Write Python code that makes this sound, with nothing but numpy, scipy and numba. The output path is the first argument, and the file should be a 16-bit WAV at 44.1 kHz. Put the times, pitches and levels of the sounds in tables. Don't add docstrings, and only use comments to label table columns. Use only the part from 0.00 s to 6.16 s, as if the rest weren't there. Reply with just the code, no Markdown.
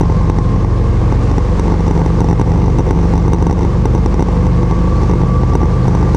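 import sys
import numpy as np
from scipy import signal
from scipy.fft import rfft, irfft
from scipy.io import wavfile
from scipy.ndimage import uniform_filter1d
from numba import njit

SR = 44100
rng = np.random.default_rng(int(sys.argv[2]) if len(sys.argv) > 2 else 0)


def master_out(mix):
    frames = np.transpose(np.atleast_2d(mix))
    ceiling = np.clip(frames, -1, 1)
    pcm = np.round(ceiling * 32767).astype(np.int16)
    wavfile.write(sys.argv[1], SR, pcm)


def boost_factor(decibels):
    exponent = np.asarray(decibels, float) / 20
    return 10 ** exponent


N = 271656

# t/s, level/dB
SQUEAKS = [
    (4.955, -38.5),
    (4.967, -37),
    (5.829, -38),
    (5.834, -37),
]
# start t/s, end t/s, level/dB
GEAR_LOAD = [(-.1, .6, -39), (.6, .9, -41), (1.2, 1.55, -43), (4.55, 4.8, -40), (4.8, 5.14, -35),
             (5.14, 5.24, -39), (5.24, 5.78, -35), (5.78, 5.9, -41), (5.9, 6.3, -39.5)]
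# f/Hz, level/dB
CLATTER_COLOUR = [(120, -28.5), (200, -16.5), (332, -13), (500, -7), (640, -15.5), (889, -15.5),
                  (1140, -14), (1320, -22.5), (2090, -27.5), (3140, -34.5), (5950, -37), (8900, -47.5),
                  (10600, -58.5), (15000, -71)]
# t/s, level/dB
CLATTER_LOAD = [(0.0, -45), (0.809, -45), (1.11, -43.5), (2.2, -42.5), (2.33, -43.5), (3.12, -43.5),
                (3.33, -45), (4.6, -44), (5.08, -42.5), (5.59, -44), (6.16, -41.5)]
# t/s, tick level/dB, blow level/dB
KNOCKS = [(.0095, -28.5, -11), (0.2975, -28.5, -10.5), (1.3806, -30.5, -11.5), (1.595, -28.5, -12),
          (1.8783, -28.5, -12.5), (1.909, -30.5, -11), (2.0603, -33, -12.5), (2.204, -29.5, -13.5),
          (2.31, -30.5, -10.5), (2.3277, -28.5, -9), (2.4126, -25.5, -8), (2.7847, -31.5, -17),
          (2.7917, -29, -11), (2.9073, -27.5, -9), (3.279, -34, -14), (3.332, -25, -10),
          (3.3443, -33.5, -12.5), (3.4238, -30.5, -12.5), (3.4663, -29.5, -10.5), (3.8543, -26, -10),
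          (3.9483, -30, -13), (4.0596, -29, -12), (4.1413, -32.5, -14.5), (4.1931, -29.5, -10),
          (4.2232, -27, -9.5), (5.0311, -32.5, -14.5), (5.5518, -25.5, -8.5), (5.8795, -28.5, -11.5),
          (5.9488, -30, -13), (6.146, -24, -8.5)]
# t/s, tick level/dB, blow level/dB
TAPS = [(0.0316, -38.5, -15.5), (.0978, -39.5, -14.5), (0.1204, -39, -17.5), (0.3851, -33.5, -13),
        (0.5599, -39.5, -18.5), (.646, -39, -16), (1.1228, -34, -14), (1.3127, -35, -16.5),
        (2.2145, -33, -10.5), (2.2426, -32, -12), (2.2856, -31.5, -15.5), (2.2974, -33.5, -15),
        (2.3952, -32.5, -11.5), (2.5172, -34, -13.5), (2.8038, -34, -12.5), (3.177, -32, -16.5),
        (3.4956, -33, -13), (3.5093, -29.5, -10.5), (4.2845, -37, -15.5), (4.466, -34.5, -15.5),
        (4.63, -35.5, -14.5), (4.7095, -35, -15), (5.0948, -35.5, -15), (5.1114, -34, -16),
        (5.1347, -37, -13.5), (5.2329, -39, -14.5), (5.433, -38, -14), (5.5338, -35.5, -17.5),
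        (5.6305, -35.5, -13), (6.0269, -37, -13)]
# start t/s, end t/s, tick level/dB
ROUGH_FLOOR = [(.04, .06, -41.5), (.2, .37, -49), (1.28, 1.3, -47), (1.64, 1.71, -42), (1.715, 1.75, -34.5),
               (1.79, 1.82, -35), (1.86, 1.875, -39.5), (1.94, 2.025, -37.5), (2.07, 2.19, -52),
               (2.417, 2.43, -39.5), (2.46, 2.71, -39.5), (2.86, 3.08, -39.5), (3.13, 3.2, -35.5),
               (3.23, 3.42, -42), (3.52, 3.535, -32), (3.57, 3.655, -37.5), (3.95, 3.99, -39.5),
               (4.2, 4.215, -31), (4.32, 4.45, -47.5), (4.715, 4.73, -37.5), (4.78, 4.8, -39),
               (5.01, 5.02, -43), (5.2, 5.225, -40.5), (5.6, 5.66, -42.5), (5.84, 6.14, -45.5)]
# place in the cycle [0-1], level/dB
SWINGS = [
    (.11, -1),
    (.39, -4),
    (.67, 1),
]
# f/Hz, t60/s, level/dB, crest delay/s
CASE_MODES = [(117.2, 0.03, -1.5, 0.0044), (162.7, 0.089, -9, 0.0036), (256.5, 0.032, -3, 0.0024),
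              (405, 0.013, -1.5, 0.0024), (773, 0.019, -9.5, .0013), (878.4, 0.042, -6.5, .0012),
              (2045, 0.019, -9, 0.0006)]
# f/Hz, t60/s, level/dB, crest delay/s
TICK_MODES = [(2694, 0.028, -5, 0.00037), (3636, 0.029, -5.5, 0.00031), (4750, 0.0029, -6, 0.00033),
              (5640, 0.023, -3.5, 0.0023), (5980, 0.019, 1.5, .0003), (7600, 0.012, -4, 0.000077),
              (8750, 0.011, -7, 0.00018), (10344, 0.0036, -24, .0004), (12300, .003, -26, .0004),
              (14500, .003, -28, .0004)]
# f/Hz, width/Hz, level/dB
PIPE_MODES = [(174.3, 122, 3), (341, 45, 0.5), (464.4, 175, -2), (506.05, 101, -2), (885, 270, -16),
              (1137, 135, -12), (1582, 120, -21.5), (2132, 53, -20.5)]
# t/s, cycle rate f/Hz
SPEED = [(0, 22.742), (1.3, 23.273), (1.6, 23.544), (2.6, 24.214), (3.3, 24.218), (4.7, 24.691),
         (6.16, 25.431)]
# place in the cycle [0-1], level/dB
BEATS = [
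    (.13, -1.5),
    (.42, -5.5),
    (.67, -4),
    (0.923, -5),
]
# multiple of the cycle rate, sign, start level/dB, end level/dB
STRONG_ORDERS = [(2, -1, -16.5, -15), (3, -1, -19.5, -15.5), (4, 1, -18.5, -27.5), (5, -1, -17, -14),
                 (7, -1, -19, -19)]
# multiple of the cycle rate, level/dB
WEAK_ORDERS = [(2.5, -29), (3.5, -25.5), (6, -27.5), (6.5, -33.5), (7.5, -31.5), (8, -34), (9, -31),
               (10, -37.5), (12, -33.5), (14, -35)]
# t/s, order, level change/dB, length/s
ORDER_DIPS = [(.35, 2, 0.5, 0.07), (0.694, 2, -0.5, .1), (2.394, 2, 0, .15), (3.643, 2, -4.5, .15),
              (4.152, 2, 2, 0.12), (5.847, 2, -3.5, .12), (.5, 3, -7, 0.17), (2.043, 3, -3, 0.27),
              (2.81, 3, -5, 0.071), (3.75, 3, -3, .15), (4.247, 3, -3.5, 0.068), (4.756, 3, -5.5, .1),
              (5.248, 3, -6, 0.091), (5.847, 3, -8.5, .12), (2.084, 4, -12.5, .1), (4.221, 4, -8.5, 0.11),
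              (0.297, 5, -1, 0.44), (1.703, 5, -18, 0.21), (2.997, 5, -14, 0.12), (3.504, 5, -9.5, .2),
              (4.195, 5, -12, 0.15), (4.832, 5, -8.5, 0.11), (5.6, 5, -3.5, 0.097), (.9, 7, -17.5, 0.47),
              (1.485, 7, -7.5, .08), (2.398, 7, -7.5, 0.039), (2.773, 7, -17.5, 0.066),
              (3.889, 7, -7.5, .35), (4.92, 7, -3.5, 0.12), (5.518, 7, -10.5, 0.11)]

START_TURNS = .884
GARAGE_T60_S = 2.67
TEETH = 46.2
WHINE_SLACK_DB, WHINE_FADE_S = -56, .08
CHATTER_DB, CHATTER_SCATTER_DB, RATTLE_SCATTER_DB, SWING_JITTER_S = -58, 3.5, 1.5, .0008
BLOW_DB, BLOW_PER_TICK, BLOW_SCATTER_DB = -13, 0.79, 2
TICK_LAG_S = .0004
DUCK_ATTACK_S, DUCK_RELEASE_S, DUCK_FROM, DUCK_SHARE = 0.0009, 0.054, .55, 0.66
TOP_HZ = 15300


def level(x, db):
    return x * boost_factor(db) / np.sqrt(np.mean(x ** 2))


def curve(s, values):
    return np.interp(np.arange(N) / SR, s, values)


def walk(rate):
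    hold = int(SR / rate)
    steps = np.repeat(rng.standard_normal(N // hold + 1), hold)
    return 1.2 * uniform_filter1d(uniform_filter1d(steps, hold), hold)[:N]


def band(x, hz, width):
    return signal.lfilter(*signal.iirpeak(hz, hz / width, fs=SR), x)


def ring(x, modes):
    t = np.arange(int(.08 * SR)) / SR
    response = 0
    for hz, t60, db, crest in modes:
        rise = np.sin(np.pi / 2 * np.clip((t + 0.0012) / (crest + 0.0013), 0, 1)) ** 2
        decay = np.exp(-np.log(1000) * np.maximum(t - crest, 0) / t60)
        response = response + boost_factor(db) * rise * decay * np.cos(2 * np.pi * hz * (t - crest))
    return signal.oaconvolve(x, response)[:N]


def rumble():
    sway = signal.sosfilt(signal.butter(2, 30, fs=SR, output="sos"), rng.standard_normal(N))
    shake = band(band(rng.standard_normal(N), 177, 27), 177, 27)
    return level(sway, -31.5) + level(shake, -29.0)


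def garage(x):
    t = np.arange(int(GARAGE_T60_S * SR)) / SR
    decay = np.exp(-np.log(1000) * t / GARAGE_T60_S)
    tail = rng.standard_normal(len(t)) * decay * (t > .012)
    return signal.fftconvolve(x, tail / np.sqrt(np.sum(tail ** 2)))[:N]


def squeaks():
    s, db = np.transpose(SQUEAKS)
    hits = np.zeros(N)
    hits[(s * SR).astype(int)] = boost_factor(db)
    return ring(hits, [(4300, .02, 0, .002)])


def whine(turns):
    t = np.arange(N) / SR
    db = np.full(N, 1. * WHINE_SLACK_DB)
    for start, end, load_db in GEAR_LOAD:
        db[(t > start) & (t < end)] = load_db
    db = uniform_filter1d(db, int(WHINE_FADE_S * SR)) + 2.2 * walk(30)
    wobble = .06 * walk(50) + .3 * walk(10) + .04 * np.sin(2 * np.pi * turns)
    return np.sqrt(2) * boost_factor(db + 4.5) * np.sin(2 * np.pi * (TEETH * turns + wobble))


def clatter(pulses):
    out, swell = 0, walk(9)
    throb = signal.lfilter([1], [1, -np.exp(-1 / (0.021 * SR))], pulses)
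    throb = uniform_filter1d(throb, size=90)
    hz, db = np.transpose(CLATTER_COLOUR)
    f = np.fft.rfftfreq(N, 1 / SR) + 1
    colour = boost_factor(np.interp(np.log(f), np.log(hz), db))
    for octave in np.arange(7, 14.1, .5):
        share = np.cos(np.pi * np.clip(np.log2(f) - octave, -.5, .5))
        noise = irfft(rfft(rng.standard_normal(N)) * colour * share, N)
        flicker = boost_factor(0.62 * swell + 0.77 * walk(24.95))
        out = out + noise * flicker * (1 + 0.043 * throb)
    s, load_db = np.transpose(CLATTER_LOAD)
    return level(out, 17.36) * boost_factor(curve(s, load_db))


def chatter(turns):
    rows = []
    listed = np.array([row[0] for row in KNOCKS + TAPS])
    for place, db in SWINGS:
        s = np.flatnonzero(np.diff(np.floor(turns - place))) / SR
        strength, jitter = rng.standard_normal((len(s), 2)).T
        tick_db = CHATTER_DB + CHATTER_SCATTER_DB * strength
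        for start, end, rough_db in ROUGH_FLOOR:
            rough = (s > start) & (s < end)
            tick_db = np.where(rough, rough_db + RATTLE_SCATTER_DB * strength, tick_db)
        free = np.abs(s[:, None] - listed).min(axis=1) > .007
        tick_db = np.where(free, tick_db + db, -90)
        rows += zip(np.clip(s + SWING_JITTER_S * jitter, 0, N / SR - .002), tick_db)
    return rows


def detuned(modes, ratio):
    return [(hz * ratio, *rest) for hz, *rest in modes]


def knocks(turns):
    light = np.array(chatter(turns))
    scatter_db = BLOW_SCATTER_DB * rng.standard_normal(len(light))
    light_blow_db = BLOW_DB + BLOW_PER_TICK * (light[:, 1] + 32) + scatter_db
    s, tick_db, blow_db = np.vstack([KNOCKS, TAPS, np.column_stack([light, light_blow_db])]).T
    at = ((s + .0008) * SR).astype(int)
    late = at + int(TICK_LAG_S * SR)
    spot = rng.random(len(s)) * 3 // 1
    push = np.hanning(int(0.00073 * SR))
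    push = push / push.sum()
    out = 0
    for k, detune in enumerate((.95, 1.0, 1.05)):
        here = spot == k
        blow, tick, snap = np.zeros((3, N))
        blow[at] = here * boost_factor(blow_db + 7.5)
        tick[late] = here * boost_factor(tick_db + 1)
        snap[late] = here * boost_factor(1.4 * (tick_db + 32.0) - 33.5)
        out = out + ring(np.convolve(blow, push, "same"), detuned(CASE_MODES, detune))
        out = out + ring(tick, detuned(TICK_MODES[:5], detune ** .4))
        out = out + ring(snap, detuned(TICK_MODES[5:], detune))
    return out


def beats(turns):
    pulses = np.zeros(N)
    for place, db in BEATS:
        at = np.flatnonzero(np.diff(np.floor(turns - place)))
        jitter, strength = rng.standard_normal((len(at), 2)).T
        at = np.clip(at + (.001 * SR * jitter).astype(int), 0, N - 1)
        pulses[at] = boost_factor(db + 3.508 * strength)
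    return pulses


def exhaust(pulses):
    out = 0
    for k, (hz, width, db) in enumerate(PIPE_MODES):
        mode = band(band(pulses, hz, 0.89 * width), hz, 0.89 * width)
        out = out + (-1) ** k * boost_factor(db) * mode
    return level(out, -26.5)


def order_levels():
    t = np.arange(N) / SR
    out = []
    for order, sign, first_db, last_db in STRONG_ORDERS:
        db = first_db + (last_db - first_db) * t / t[-1]
        for s, spot_order, depth_db, length in ORDER_DIPS:
            if round(spot_order) == round(order):
                db = db + depth_db * np.exp(-((t - s) / length) ** 2)
        out.append((round(order), np.sign(sign), db))
    return out


def boom(turns, main):
    out = 0
    for order, sign, db in main:
        waver = (order - 1) / 5
        strength = boost_factor(db + 1.0 * waver * walk(14))
        phase = order * turns + .05 * waver * walk(12)
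        out = out + sign * strength * np.cos(2 * np.pi * phase)
    for order, db in WEAK_ORDERS:
        strength = boost_factor(db + 3.73 * walk(14))
        phase = order * turns + rng.random() + 0.17 * walk(12)
        out = out + strength * np.sin(2 * np.pi * phase)
    return np.sqrt(2) * out


def scene():
    turns = np.cumsum(curve(*np.transpose(SPEED))) / SR + START_TURNS
    pulses = beats(turns)
    pipe = exhaust(pulses)
    camera = rumble() + knocks(turns)
    machinery = squeaks() + whine(turns) + clatter(pulses)
    engine = boom(turns, order_levels()) + pipe + boost_factor(2.5) * garage(pipe)
    return (camera + machinery + engine)[None]


@njit
def duck(x, attack, release):
    e, out = 0., np.empty(len(x))
    for i in range(len(x)):
        e += (abs(x[i]) - e) * (attack if abs(x[i]) > e else release)
        out[i] = e
    return out


def band_limit(x):
    return signal.sosfilt(signal.butter(12, 15200, fs=SR, output="sos"), x)


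def record(dry):
    x = dry[0] * boost_factor(0.5)
    peak = duck(x, 1 / (DUCK_ATTACK_S * SR), 1 / (DUCK_RELEASE_S * SR))
    x = x * np.minimum(1, DUCK_FROM / (peak + 1e-9)) ** DUCK_SHARE
    ceiling = np.where(x > 0, 1.05, .74)
    x = x / (1 + (x / ceiling) ** 4) ** .25
    x = x - x.mean() - .005
    x = signal.sosfilt(signal.ellip(8, .3, 70, TOP_HZ, fs=SR, output="sos"), x)
    return band_limit(x[None])


dry = scene()
out = record(dry)
master_out(out)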